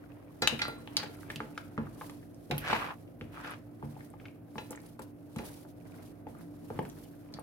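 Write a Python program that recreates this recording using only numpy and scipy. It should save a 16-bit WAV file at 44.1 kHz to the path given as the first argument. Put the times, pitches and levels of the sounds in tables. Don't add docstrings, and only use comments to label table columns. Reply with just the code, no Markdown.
import sys
import numpy as np
from scipy import signal
from scipy.fft import rfft, irfft
from scipy.io import wavfile

SR = 44100
rng = np.random.default_rng(int(sys.argv[2]) if len(sys.argv) > 2 else 0)


def write(x):
    x = np.atleast_2d(x).T
    wavfile.write(sys.argv[1], SR, np.round(np.clip(x, -1, 1) * 32767).astype(np.int16))


N = 327222
TIME = np.arange(N) / SR
CUTOFF_HZ = 16000
MIC_LEAD_MS = 0.17


def from_db(db):
    return 10 ** (np.asarray(db) / 20)


def rms_one(x):
    return x / np.sqrt(np.mean(x ** 2) + 1e-20)


def in_time(rows):
    s, *columns = np.transpose(rows)
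    return [np.interp(TIME, s, column) for column in columns]


def at_hz(points, hz):
    f, value = np.transpose(points)
    return np.interp(np.log(hz), np.log(f), value)


def add(out, s, sound):
    start = max(round(s * SR), 0)
    part = sound[:, :max(N - start, 0)]
    out[:, start:start + part.shape[1]] += part


def band_pass(x, low_hz, high_hz):
    return signal.sosfilt(signal.butter(2, [low_hz, high_hz], "band", fs=SR, output="sos"), x)


def drift(rate):
    pole = np.exp(-80 * np.pi * rate / SR)
    noise = rng.standard_normal(N // 40 + 2002)
    slow = signal.lfilter([1], [1, -2 * pole, pole * pole], noise)[2000:]
    return np.interp(np.arange(N) / 40, np.arange(len(slow)), rms_one(slow))


# (frequency [Hz], correlation [0 to 1])
SIDE_LIKENESS = [(40, 0.33), (130, 1), (300, 0.3), (700, 0.36), (2000, 0), (12000, 0.023)]


def coloured(pair, spectrum):
    hz = np.maximum(np.fft.rfftfreq(N, 1 / SR), 1)
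    alike = np.clip(at_hz(SIDE_LIKENESS, hz), -1, 1)
    mid, side = rfft(pair) * from_db(at_hz(spectrum, hz))
    stereo = np.sqrt(1 + alike) * mid + np.sqrt(1 - alike) * side * [[1], [-1]]
    return rms_one(irfft(stereo, N))


def grains(per_s, spread_db):
    sizes = from_db(spread_db * np.minimum(rng.exponential(1, (2, N)), 4))
    signs = rng.choice([-1, 1], (2, N))
    present = rng.random((2, N)) < per_s / SR
    return rms_one(sizes * signs * present)


def resonate(x, hz, width_hz):
    turn = np.exp(2j * np.pi * np.cumsum(hz * np.ones(x.shape[-1])) / SR)
    ringing = signal.lfilter([1], [1, -np.exp(-np.pi * width_hz / SR)], x / turn)
    return rms_one(np.real(turn * ringing))


def strike(hz, level_db, t60, lead_ms, scatter_db, rise_s):
    t = np.arange(int(np.clip(t60.max(), .01, .45) * SR), dtype=np.float32) / SR
    scattered_db = level_db + scatter_db * rng.standard_normal((2, len(hz)))
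    gains = from_db(scattered_db) * rng.choice([-1, 1], len(hz))
    turn, loss = np.float32([2 * np.pi * hz, np.log(1000) / t60])[..., None]
    sound = []
    for gain, delay_ms in zip(np.float32(gains), (0, lead_ms)):
        age = np.maximum(t - float(delay_ms) / 1000, 0)
        ringing = gain @ (np.sin(turn * age) * np.exp(-loss * age))
        contact = 1 - np.exp(-age / rise_s)
        sound.append(ringing * contact)
    return np.array(sound) / np.sqrt(np.sum(gains ** 2))


def after(events, t60):
    kicks = np.zeros(N)
    for s, level_db, *_ in events:
        kicks[round(s * SR)] += from_db(level_db)
    return signal.lfilter([1], [1, -from_db(-60 / (t60 * SR))], kicks + 1e-18)


def stray(motion, db, hz, spread_db, spread_octaves, count):
    chance = np.cumsum(motion ** 2) / np.sum(motion ** 2)
    times = np.interp((np.arange(count) + rng.random(count)) / count, chance, TIME)
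    size, pitch = rng.uniform(-1, 1, (2, count))
    return list(zip(times, db + spread_db * size, hz * 2 ** (spread_octaves * pitch)))


# (frequency [Hz], time to fall 60 dB [s])
ROOM_DECAY = [(100, 0.77), (500, 0.29), (2500, 0.37), (6000, 0.2), (15000, 0.13)]
# (frequency [Hz], relative level [dB])
ROOM_TONE = [(100, -5), (400, 6.5), (1500, -4.5), (4000, 0.5), (9000, -6), (16000, 7)]


def kitchen(x, early_db=6.5, early_t60=0.042, gap_s=.002, alike_below_hz=330.0):
    t = np.arange(SR // 2) / SR
    edges, echo = np.geomspace(60, 17000, 12), 0
    for low, high in zip(edges, edges[1:]):
        hz = np.sqrt(low * high)
        alike = 1 / (1 + (hz / alike_below_hz) ** 2)
        apart = np.sqrt(1 - alike) * rng.standard_normal((2, len(t)))
        shared = np.sqrt(alike) * rng.standard_normal(len(t))
        noise = band_pass(apart + shared, low, high)
        late = np.exp(-np.log(1000) * t / at_hz(ROOM_DECAY, hz))
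        early = from_db(early_db) * np.exp(-np.log(1000) * t / early_t60)
        echo = echo + from_db(at_hz(ROOM_TONE, hz)) * noise * (late + early) * (t > gap_s)
    return signal.fftconvolve(x, rms_one(echo) / np.sqrt(len(t)), axes=1)[:, :N]


# (frequency [Hz], relative density [dB per Hz])
RUSH_TONE = [(20, -50), (35, -44), (52, 2.5), (72, -13.5), (110, 4), (165, -4), (195, -9), (235, 0),
             (330, 0), (400, -8), (520, -8.5), (680, -10), (900, -24), (1500, -28), (3000, -42),
             (6000, -79.5)]
# (frequency [Hz], level before waver and swell [dB rms])
MOTOR_TONES = [(100, -59.5), (118, -65), (168, -61), (235, -65), (292.5, -53.8)]
# (time [s], gain [dB])
APPLIANCE_SWELL = [(0, -3), (1.5, 0), (3.0, 0), (4.5, -1.5), (5.3, -1.5), (6.3, 0.5), (7.42, -1)]
RUSH_DB = -52.0


def appliance(waver_db=2.2, phase_wander=0.39):
    rush = from_db(RUSH_DB) * coloured(rng.standard_normal((2, N)), RUSH_TONE)
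    side_phase = np.array([[.3], [-.3]])
    tones = 0
    for hz, db in MOTOR_TONES:
        level = from_db(db + waver_db * drift(6.6))
        tones = tones + level * np.sin(2 * np.pi * hz * TIME + phase_wander * drift(3.9) + side_phase)
    swell = from_db(in_time(APPLIANCE_SWELL)[0])
    return (rush + np.sqrt(2) * tones) * swell * from_db([[-.8], [.8]])


# (time of the crest [s], slop level [dB], fizz level [dB],
#                               time to swell by 10 dB [s])
BROTH_WAVES = [(0.03, -57.5, -78.5, 0.84), (0.54, -60, -60, 0.05), (0.68, -57, -62, 0.15),
               (1.14, -54.5, -61.5, 0.65), (1.32, -51, -53.5, 0.03), (1.61, -59, -67, 0.4),
               (2.042, -55.5, -56, 0.14), (2.75, -55, -52, 0.17), (3.44, -57, -59.5, 0.12),
               (3.99, -57.5, -63, 0.18), (4.26, -58, -68.5, 0.06), (4.601, -59, -59, 0.06),
               (4.72, -51, -59, 0.01), (4.861, -60, -62.5, 0.08), (5.019, -54, -58, 0),
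               (5.46, -53.5, -52, 0.07), (5.581, -62, -63, 0.24), (5.87, -55.5, -65, 0.01),
               (6.01, -55, -63, 0.14), (6.29, -58, -65, 0.01), (6.41, -61, -64.5, 0.05),
               (6.80, -59.5, -63.5, 0.3), (7.03, -62, -62, 0.24), (7.38, -53, -72.5, 0.09)]
EBB_S, EBB_SHARE = .045, .55
SLOP_LEAD_S = 0.017
REST_SLOP_DB, REST_FIZZ_DB = -69.0, -83.0


def waves():
    slop_power, fizz_power = from_db(REST_SLOP_DB) ** 2, from_db(REST_FIZZ_DB) ** 2
    for s, slop_db, fizz_db, swell_s in BROTH_WAVES:
        swell = (s - TIME) / swell_s
        ebb = (TIME - s) / (EBB_S + EBB_SHARE * swell_s)
        power = 10 ** -np.maximum(swell, ebb).clip(0, 10)
        slop_power = slop_power + from_db(slop_db) ** 2 * power
        fizz_power = fizz_power + from_db(fizz_db) ** 2 * power
    return np.interp(TIME + SLOP_LEAD_S, TIME, np.sqrt(slop_power)), np.sqrt(fizz_power)


def bubbles(per_s=100.0, cycles=26.0, count=20):
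    clicks, dealt = grains(per_s, spread_db=3.5), rng.integers(0, count, N)
    ringing = 0
    for k, hz in enumerate(np.geomspace(420, 2600, count)):
        own_clicks = clicks * (dealt == k) + 1e-18
        ringing = ringing + signal.lfilter(*signal.iirpeak(hz, cycles / 2, fs=SR), own_clicks) / hz
    return rms_one(ringing)


# (frequency [Hz], relative density [dB per Hz])
SLOP_TONE = [(300, 17.5), (700, 10.5), (1300, 3.5), (2200, -1.5), (3500, -12), (6000, -26), (9000, -56.5)]
# (frequency [Hz], relative density [dB per Hz])
FIZZ_TONE = [(1500, -11), (3000, -3), (5000, -2.5), (7500, -6), (10000, -0.5), (12500, -2), (16000, -7)]
# (frequency [Hz], relative density [dB per Hz])
SIMMER_TONE = [(2500, -2.5), (5000, -11), (8000, -9.5), (10000, 2), (13000, 7), (16000, 1)]
SIMMER_DB = -77
JOLT_DB, JOLT_T60_S = -28, 0.61


def broth(slop_gain, fizz_gain):
    slop = coloured(grains(per_s=2500, spread_db=-3.0), SLOP_TONE) * from_db(2.0 * drift(26))
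    fizz = coloured(grains(per_s=10000, spread_db=1.5), FIZZ_TONE) * from_db(2.7 * drift(30))
    simmer = coloured(rng.standard_normal((2, N)), SIMMER_TONE)
    motion = np.hypot(slop_gain, from_db(JOLT_DB) * after(PAN_KNOCKS, JOLT_T60_S))
    liquid = motion * (from_db(1.5) * slop + from_db(-6.0) * bubbles())
    return liquid + fizz_gain * fizz + from_db(SIMMER_DB) * simmer


WHISTLE_S, WHISTLE_LENGTH_S = 6.95, 0.65
WHISTLE_HZ, WHISTLE_WIDTH_HZ, WHISTLE_DB = 13400, 600, -74


def whistle():
    swell = np.sqrt(np.maximum(1 - (2 * (TIME - WHISTLE_S) / WHISTLE_LENGTH_S) ** 2, 0))
    hiss = resonate(rng.standard_normal((2, N)), WHISTLE_HZ, WHISTLE_WIDTH_HZ)
    return from_db(WHISTLE_DB) * swell * hiss


GRIT_PER_S, GRIT_DB = 110, -5.5
GRIT_LOW_HZ, GRIT_HIGH_HZ = 600, 2300


def grit():
    clicks = -np.abs(grains(GRIT_PER_S, spread_db=3.0)[0])
    ticks = rms_one(band_pass(clicks, GRIT_LOW_HZ, GRIT_HIGH_HZ))
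    return np.array([ticks, np.interp(TIME - MIC_LEAD_MS / 1000, TIME, ticks)])


# (time of hardest bite [s], time it slides on [s], rasp level [dB],
#                                  rubbing blade level [dB], blade pitch at the bite [Hz])
SPATULA_SCRAPES = [(0.99, 0.075, -46, -58, 1900), (1.315, 0.055, -58, -60, 2200),
                   (2.645, 0.04, -52, -45, 1700), (2.672, 0.05, -37.5, -47, 1500),
                   (2.712, 0.2, -33, -47, 1250), (2.822, 0.025, -52, -43, 1200),
                   (2.892, 0.026, -60, -47.5, 1100), (3.345, 0.03, -56, -58, 1000),
                   (3.376, 0.035, -56, -51, 1150), (3.449, 0.02, -50, -51, 1400),
                   (3.474, 0.03, -49, -53, 1300), (3.52, 0.02, -48.5, -52, 1240)]
# (frequency [Hz], relative density [dB per Hz])
SCRAPE_TONE = [(180, -10), (300, -5), (403, -13), (703, -7), (869, -10), (1110, -10), (1310, -10.5),
               (1570, -7), (1970, -10.5), (2480, -9.5), (4540, -22), (8190, -35.5), (15000, -51)]
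BITE_DB_PER_S, EASE_DB_PER_S, LIFT_DB_PER_S = 380, 89, 480


def scrape(ring_db=-8.0, mode_width_hz=12.0, blade_width_hz=230.0, sag_octaves_per_s=1.9, chatter_db=2.0):
    rasp, rub = 0, np.zeros((2, N))
    catches = coloured(grains(per_s=1000, spread_db=2.0), SCRAPE_TONE) * from_db(chatter_db * drift(45))
    for s, slide_s, rasp_db, blade_db, blade_hz in SPATULA_SCRAPES:
        age = TIME - s
        contact_db = BITE_DB_PER_S * np.minimum(age, 0) - LIFT_DB_PER_S * np.maximum(age - slide_s, 0)
        rasp = np.hypot(rasp, from_db(rasp_db + contact_db - EASE_DB_PER_S * np.maximum(age, 0)))
        near = np.abs(age) < .5
        sagging_hz = blade_hz * 2 ** (-sag_octaves_per_s * age[near])
        blade = resonate(catches[:, near], sagging_hz, blade_width_hz)
        rub[:, near] += from_db(blade_db + contact_db[near]) * blade
    slips = coloured(grains(per_s=2000, spread_db=2.5), SCRAPE_TONE) * from_db(1.2 * drift(57))
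    body = 0
    for hz, *_ in PAN_MODES:
        if hz > 500:
            body = body + signal.lfilter(*signal.iirpeak(hz, hz / mode_width_hz, fs=SR), slips)
    texture = from_db(-1.5) * slips + from_db(ring_db) * rms_one(body) + from_db(GRIT_DB) * grit()
    return rasp * texture + rub


# (time [s], level [dB], centre pitch [Hz],
#                                     spread of its pitches [natural log of frequency])
FILM_SMACKS = [(0.4192, -26, 6500, 0.18), (0.681, -35.5, 10650, .15), (0.786, -44, 8950, 0.11),
               (2.345, -47, 7000, 0.29), (2.58, -21, 12400, .13), (3.411, -43, 6800, .25),
               (3.508, -36.5, 10600, .15), (4.1016, -42, 9940, .13), (4.7074, -26, 10300, .28),
               (4.719, -34, 8400, 0.21), (4.759, -35.5, 8100, .1), (4.8025, -43, 6500, .5),
               (4.817, -43, 9000, .08), (4.8649, -41, 10100, .13), (4.9945, -36.5, 9900, .2),
               (5.362, -36.5, 9200, .3), (5.384, -37, 8900, 0.32), (6.792, -44, 10000, .15),
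               (6.851, -44, 10000, .3), (6.881, -44, 10500, .08), (6.8904, -40, 10500, 0.18),
               (6.8985, -36, 5600, 0.2), (7.395, -38, 9550, 0.13)]
SMALL_SMACK_DB, SMALL_SMACK_HZ = -47.5, 9800.0


def smacks(motion, t60=0.0069, small_width=0.13, count=40):
    out = np.zeros((2, N))
    ticks = stray(motion, SMALL_SMACK_DB, SMALL_SMACK_HZ, spread_db=1.0, spread_octaves=0.18, count=18)
    small = [(*tick, small_width) for tick in ticks]
    for s, level_db, hz, width in FILM_SMACKS + small:
        pitches = np.minimum(hz * np.exp(width * rng.standard_normal(count)), CUTOFF_HZ)
        smack = strike(pitches, 0, np.full(count, t60), lead_ms=0.1015, scatter_db=1.5, rise_s=0.00015)
        add(out, s, from_db(level_db) * smack)
    return out


ROCK_DELAY_S, ROCK_DB, ROCK_BELOW_HZ = .014, -14.5, 87
ROCK_RING = 1.4


def rocking():
    out = np.zeros((2, N))
    hz, mode_db, t60 = np.transpose([mode for mode in PAN_MODES if mode[0] < 2 * ROCK_BELOW_HZ])
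    weight_db = -10 * np.log10(1 + (hz / ROCK_BELOW_HZ) ** 6)
    for s, level_db, low_hz, *_ in PAN_KNOCKS:
        push = 1 / (1 + (low_hz / (2 * ROCK_BELOW_HZ)) ** 2)
        rock = strike(hz, mode_db + weight_db, t60 * ROCK_RING, lead_ms=MIC_LEAD_MS, scatter_db=1.5,
                      rise_s=0.003)
        add(out, s + ROCK_DELAY_S, push * from_db(level_db + ROCK_DB) * rock)
    return out


# (time [s], level [dB], lowest frequency excited [Hz], highest frequency excited [Hz],
#                             ring time [share of the free one], mode that the spot favours [Hz])
PAN_KNOCKS = [(0.4216, -19, 296, 5550, 0.88, 4002), (0.4225, -34, 750, 950, .8, 845),
              (0.523, -24, 150, 480, 0.7, 345), (0.5933, -33, 1500, 2500, 1.6, 2038),
              (0.6172, -25, 1150, 4700, 0.85, 4735), (0.682, -28.5, 247, 1370, 0.5, 925),
              (0.9679, -41, 250, 2980, 1.9, 305), (1.030, -31.5, 230, 895, 0.61, 425),
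              (1.36, -36.5, 119, 250, 1.7, 148), (1.4049, -34.5, 201, 720, 1.8, 305),
              (1.778, -23, 130, 406, 1.08, 224), (1.7785, -37, 700, 1600, .8, 845),
              (2.0122, -45, 200, 616, 0.76, 305), (2.502, -28, 150, 606, 0.74, 224),
              (2.5129, -24, 109, 900, 0.84, 719), (2.533, -24.5, 110, 300, 0.45, 148),
              (2.7287, -24.5, 220, 2250, 0.5, 719), (3.2113, -31.5, 80, 428, 0.87, 104),
              (3.83, -29.5, 100, 326, 1.46, 148), (4.5568, -34, 130, 395, .6, 224),
              (4.5811, -33.5, 500, 4700, 0.62, 845), (4.7079, -33, 220, 900, 0.5, 305),
              (4.993, -35, 200.5, 704, 0.56, 512), (5.361, -42, 350, 6000, 0.5, 512),
              (5.365, -26, 130, 357, 0.42, 246), (5.386, -39.5, 450, 7000, 0.47, 5660),
              (5.395, -31, 220, 700, .6, 512), (6.2679, -31, 198, 813, 0.2, 305),
              (6.7037, -27, 170, 480, 0.4, 425), (6.747, -32.5, 69.3, 300, 0.53, 246),
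              (6.791, -26, 70, 400, 0.62, 104), (7.3399, -38.5, 109, 300, 1, 172)]
# (frequency [Hz], relative level [dB], free time to fall 60 dB [s])
PAN_MODES = [(46, -12, .4), (60, -10, .35), (82, -8, .25), (104, -6, .2), (122, -7, .2), (148, -2, .28),
             (172, -8, .15), (224, -3.5, .2), (246, -5, .14), (305, -5, .15), (345, -6, .13),
             (425, -7, .12), (512, -4, .15), (590, -9, .12), (719, -7, .14), (845, -4, .22),
             (925, -10, .13), (1130, -12, .14), (1383, -2, .32), (1540, -14, .16), (1722, -7, .34),
             (1950, -9, .14), (2038, -8, .26), (2335, -14, .16), (2450, -10, .24), (2530, -10, .25),
             (2660, -12, .18), (2905, -13, .2), (3000, -16, .22), (3290, -14, .2), (3370, -11, .2),
             (3600, -16, .2), (3945, -12, .12), (4002, -5.5, .36), (4735, -13.5, .29), (5160, -14, .12),
             (5660, -11, .18), (6585, -11, .15), (7480, -16, .14)]
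BED_DB, BED_FALL_DB, BED_T60_S = -17.5, 0.5, 0.21


def pan(contact_cycles=0.24, favour_db=5.5, count=70):
    out = np.zeros((2, N))
    bed_hz = np.geomspace(330, 8000, count) * np.exp(rng.uniform(-.02, .02, count))
    bed = [(hz, BED_DB - BED_FALL_DB * np.log2(hz / 1000), BED_T60_S) for hz in bed_hz]
    hz, mode_db, t60 = np.transpose(PAN_MODES + bed)
    for s, level_db, low_hz, high_hz, free, spot_hz in PAN_KNOCKS:
        contact_db = -10 * np.log10((1 + (low_hz / hz) ** 4) * (1 + (hz / high_hz) ** 6))
        nearest = np.argmin(np.abs(hz[:len(PAN_MODES)] - spot_hz))
        favoured = np.arange(len(hz)) == nearest
        spot_db = rng.normal(0, 1, len(hz)) + favour_db * favoured
        load = np.exp(rng.normal(0, 0.013, len(hz)) / (1 + (hz / 700) ** 2))
        knock = strike(hz * load, mode_db + contact_db + spot_db, t60 * free, lead_ms=MIC_LEAD_MS,
                       scatter_db=2.5, rise_s=contact_cycles / high_hz)
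        add(out, s, from_db(level_db) * knock)
    return out


# (frequency [Hz], relative density [dB per Hz])
RATTLE_TONE = [(300, -10), (700, 2), (1800, 4.5), (3200, -3), (5500, -6.5), (9000, -11.5), (15000, -20)]


def rattle(share_db=-36.5, t60=0.36, hard_above_hz=1250.0):
    hard = [clack for clack in SHELL_CLACKS if clack[2] > hard_above_hz]
    contacts = coloured(grains(per_s=3400, spread_db=2.5), RATTLE_TONE)
    return from_db(share_db) * after(hard, t60) * contacts


# (time [s], peak level before the mix [dB], main resonance [Hz],
#   fall above it [dB per octave], time to fall 60 dB of modes near it [s], left minus right [dB])
SHELL_CLACKS = [(0.4219, -18.5, 4300, 7, 0.0069, 4), (0.4738, -17.5, 6800, 12, 0.0045, 5),
                (0.4745, -9, 2900, 14, 0.0042, 5), (0.4748, -11, 3800, 16, .005, 5),
                (0.5915, -30.5, 2400, 10, 0.035, -4), (0.6167, -22, 1940, 8.5, 0.026, -1),
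                (0.6189, -21.5, 4220, 24, 0.017, -5), (0.653, -28.5, 1300, 11, 0.013, 0),
                (.6815, -28, 850, 8, 0.016, 3), (0.8748, -35, 2900, 26, 0.003, 1),
                (0.8752, -37, 1200, 12, .005, 1), (0.968, -11.5, 4750, 14, 0.008, -0.5),
                (0.9694, -20, 2130, 7, 0.0063, 5), (1.030, -32.5, 1560, 4.5, 0.062, 2),
                (1.231, -41, 1550, 20, .012, 0), (1.3011, -29, 1760, 9, 0.032, 0),
                (1.3591, -31, 2610, 6, 0.018, -2.5), (1.404, -21.5, 1500, 25, 0.0069, -1),
                (1.5772, -26.5, 1370, 6.5, 0.015, 2.5), (1.778, -26, 1080, 14.5, 0.0085, 0),
                (1.868, -42, 1170, 25, 0.025, 1), (2.0119, -31.5, 1040, 14, 0.033, 1),
                (2.0963, -38.5, 1090, 4.5, .02, 1.5), (2.511, -23.5, 790, 3, 0.015, 2),
                (2.5114, -26, 3700, 24, .012, 0), (2.5114, -28, 2400, 22, .06, 0),
                (2.58, -30, 2590, 9.5, 0.036, -3), (2.6845, -26, 1500, 8, .005, 0),
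                (2.701, -20.5, 1150, 14, .004, 1), (2.7296, -14, 1000, 11, 0.012, -.5),
                (2.7318, -21, 2100, 20, .008, 0), (2.749, -25, 1500, 10, .006, 0),
                (2.82, -29, 1180, 12, .02, -4), (2.8435, -29.5, 1200, 12.5, .008, -2),
                (3.2115, -31, 1560, 12, 0.0043, 2), (3.3728, -39, 1400, 16, .008, 0),
                (3.3795, -37, 1150, 16, .006, 0), (3.4015, -39, 1300, 12, .006, 0),
                (3.449, -36, 1395, 17, .01, 0), (3.4755, -34, 1400, 9, .003, 0),
                (3.4962, -34, 1300, 9, .003, 0), (3.518, -35, 1400, 9, .004, 0),
                (3.537, -32, 1313, 9, .004, -0.5), (3.8257, -33.5, 900, 18, 0.014, 0),
                (3.9655, -42, 740, 17, 0.028, 3), (4.0069, -41, 1890, 20, .016, 3),
                (4.138, -44, 830, 12.5, 0.027, 3.5), (4.199, -47, 2150, 20, .025, 1),
                (4.255, -39, 2213, 18, 0.025, 1), (4.283, -46, 2400, 12, .015, 1),
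                (4.5567, -35, 970, 19, 0.012, 4.5), (4.5812, -29.5, 900, 7, .014, 1),
                (4.5815, -38, 2700, 14, .04, 1), (4.729, -37.5, 1380, 9, 0.016, 1),
                (4.75, -42, 1900, 16, .012, 0), (4.775, -39, 1810, 30, .02, -1),
                (4.9925, -36, 1030, 10.5, 0.019, 5.5), (5.3608, -35, 950, 5, .014, 0),
                (5.3845, -38, 1100, 3, .012, 0), (5.3897, -32, 1600, 18, 0.0058, 0),
                (5.65, -44, 900, 20, .02, 0), (6.2688, -35, 826, 13, .015, 0),
                (6.35, -44, 1200, 16, 0.017, 2), (6.7025, -34.5, 623, 11, 0.013, 3),
                (6.7905, -22.5, 720, 15, 0.014, 1), (6.7915, -33, 1800, 32, .004, -1),
                (6.8517, -38, 1500, 7, 0.006, 1), (7.3396, -34.5, 4600, 14, 0.012, 1),
                (7.3877, -33.5, 875, 26, 0.011, 2)]
TOUCH_DB, TOUCH_HZ, TOUCH_FALL_DB, TOUCH_T60_S = -55.0, 1600.0, 20.5, 0.015


def shells(motion, rise_db=15.0, damping=0.045, treble_floor_db=-42.0, rise_s=0.00013, main_db=8.0,
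           main_ring=0.906, count=110):
    out = np.zeros((2, N))
    strays = stray(motion, TOUCH_DB, TOUCH_HZ, spread_db=7.5, spread_octaves=0.88, count=26)
    touches = [(*touch, TOUCH_FALL_DB, TOUCH_T60_S, 0) for touch in strays]
    for s, peak_db, main_hz, fall_db, t60, pan_db in SHELL_CLACKS + touches:
        hz = np.geomspace(300, 15500, count) * np.exp(rng.uniform(-.015, .015, count))
        octaves = np.log2(hz / main_hz)
        treble_db = np.maximum(-fall_db * octaves, treble_floor_db)
        level_db = np.where(octaves < 0, rise_db * octaves, treble_db)
        rings = t60 * (main_hz / hz) ** damping
        clack = strike(np.append(hz, main_hz), np.append(level_db, main_db), np.append(rings, t60 * main_ring),
                       lead_ms=rng.normal(0.085, 0.075), scatter_db=0.0, rise_s=rise_s)
        clack = clack / np.abs(clack).max(axis=1).mean()
        side_db = np.array([[pan_db], [-pan_db]]) / 2
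        add(out, s, from_db(peak_db + side_db) * clack)
    return out


def scene():
    slop_gain, fizz_gain = waves()
    clacks = shells(np.sqrt(slop_gain * fizz_gain)) + smacks(fizz_gain)
    knocks = pan() + rocking()
    wet = kitchen(from_db(-2.5) * clacks + from_db(-10) * knocks)
    struck = from_db(1) * clacks + from_db(-0.5) * knocks + wet
    stirred = rattle() + scrape() + broth(slop_gain, fizz_gain)
    return struck + stirred + whistle() + appliance()


def record(dry, low_cut_hz=48.0):
    dry = signal.sosfilt(signal.butter(3, low_cut_hz, "high", fs=SR, output="sos"), dry)
    return signal.sosfilt(signal.ellip(10, .1, 80, CUTOFF_HZ, fs=SR, output="sos"), dry)


dry = scene()
out = record(dry)
write(out)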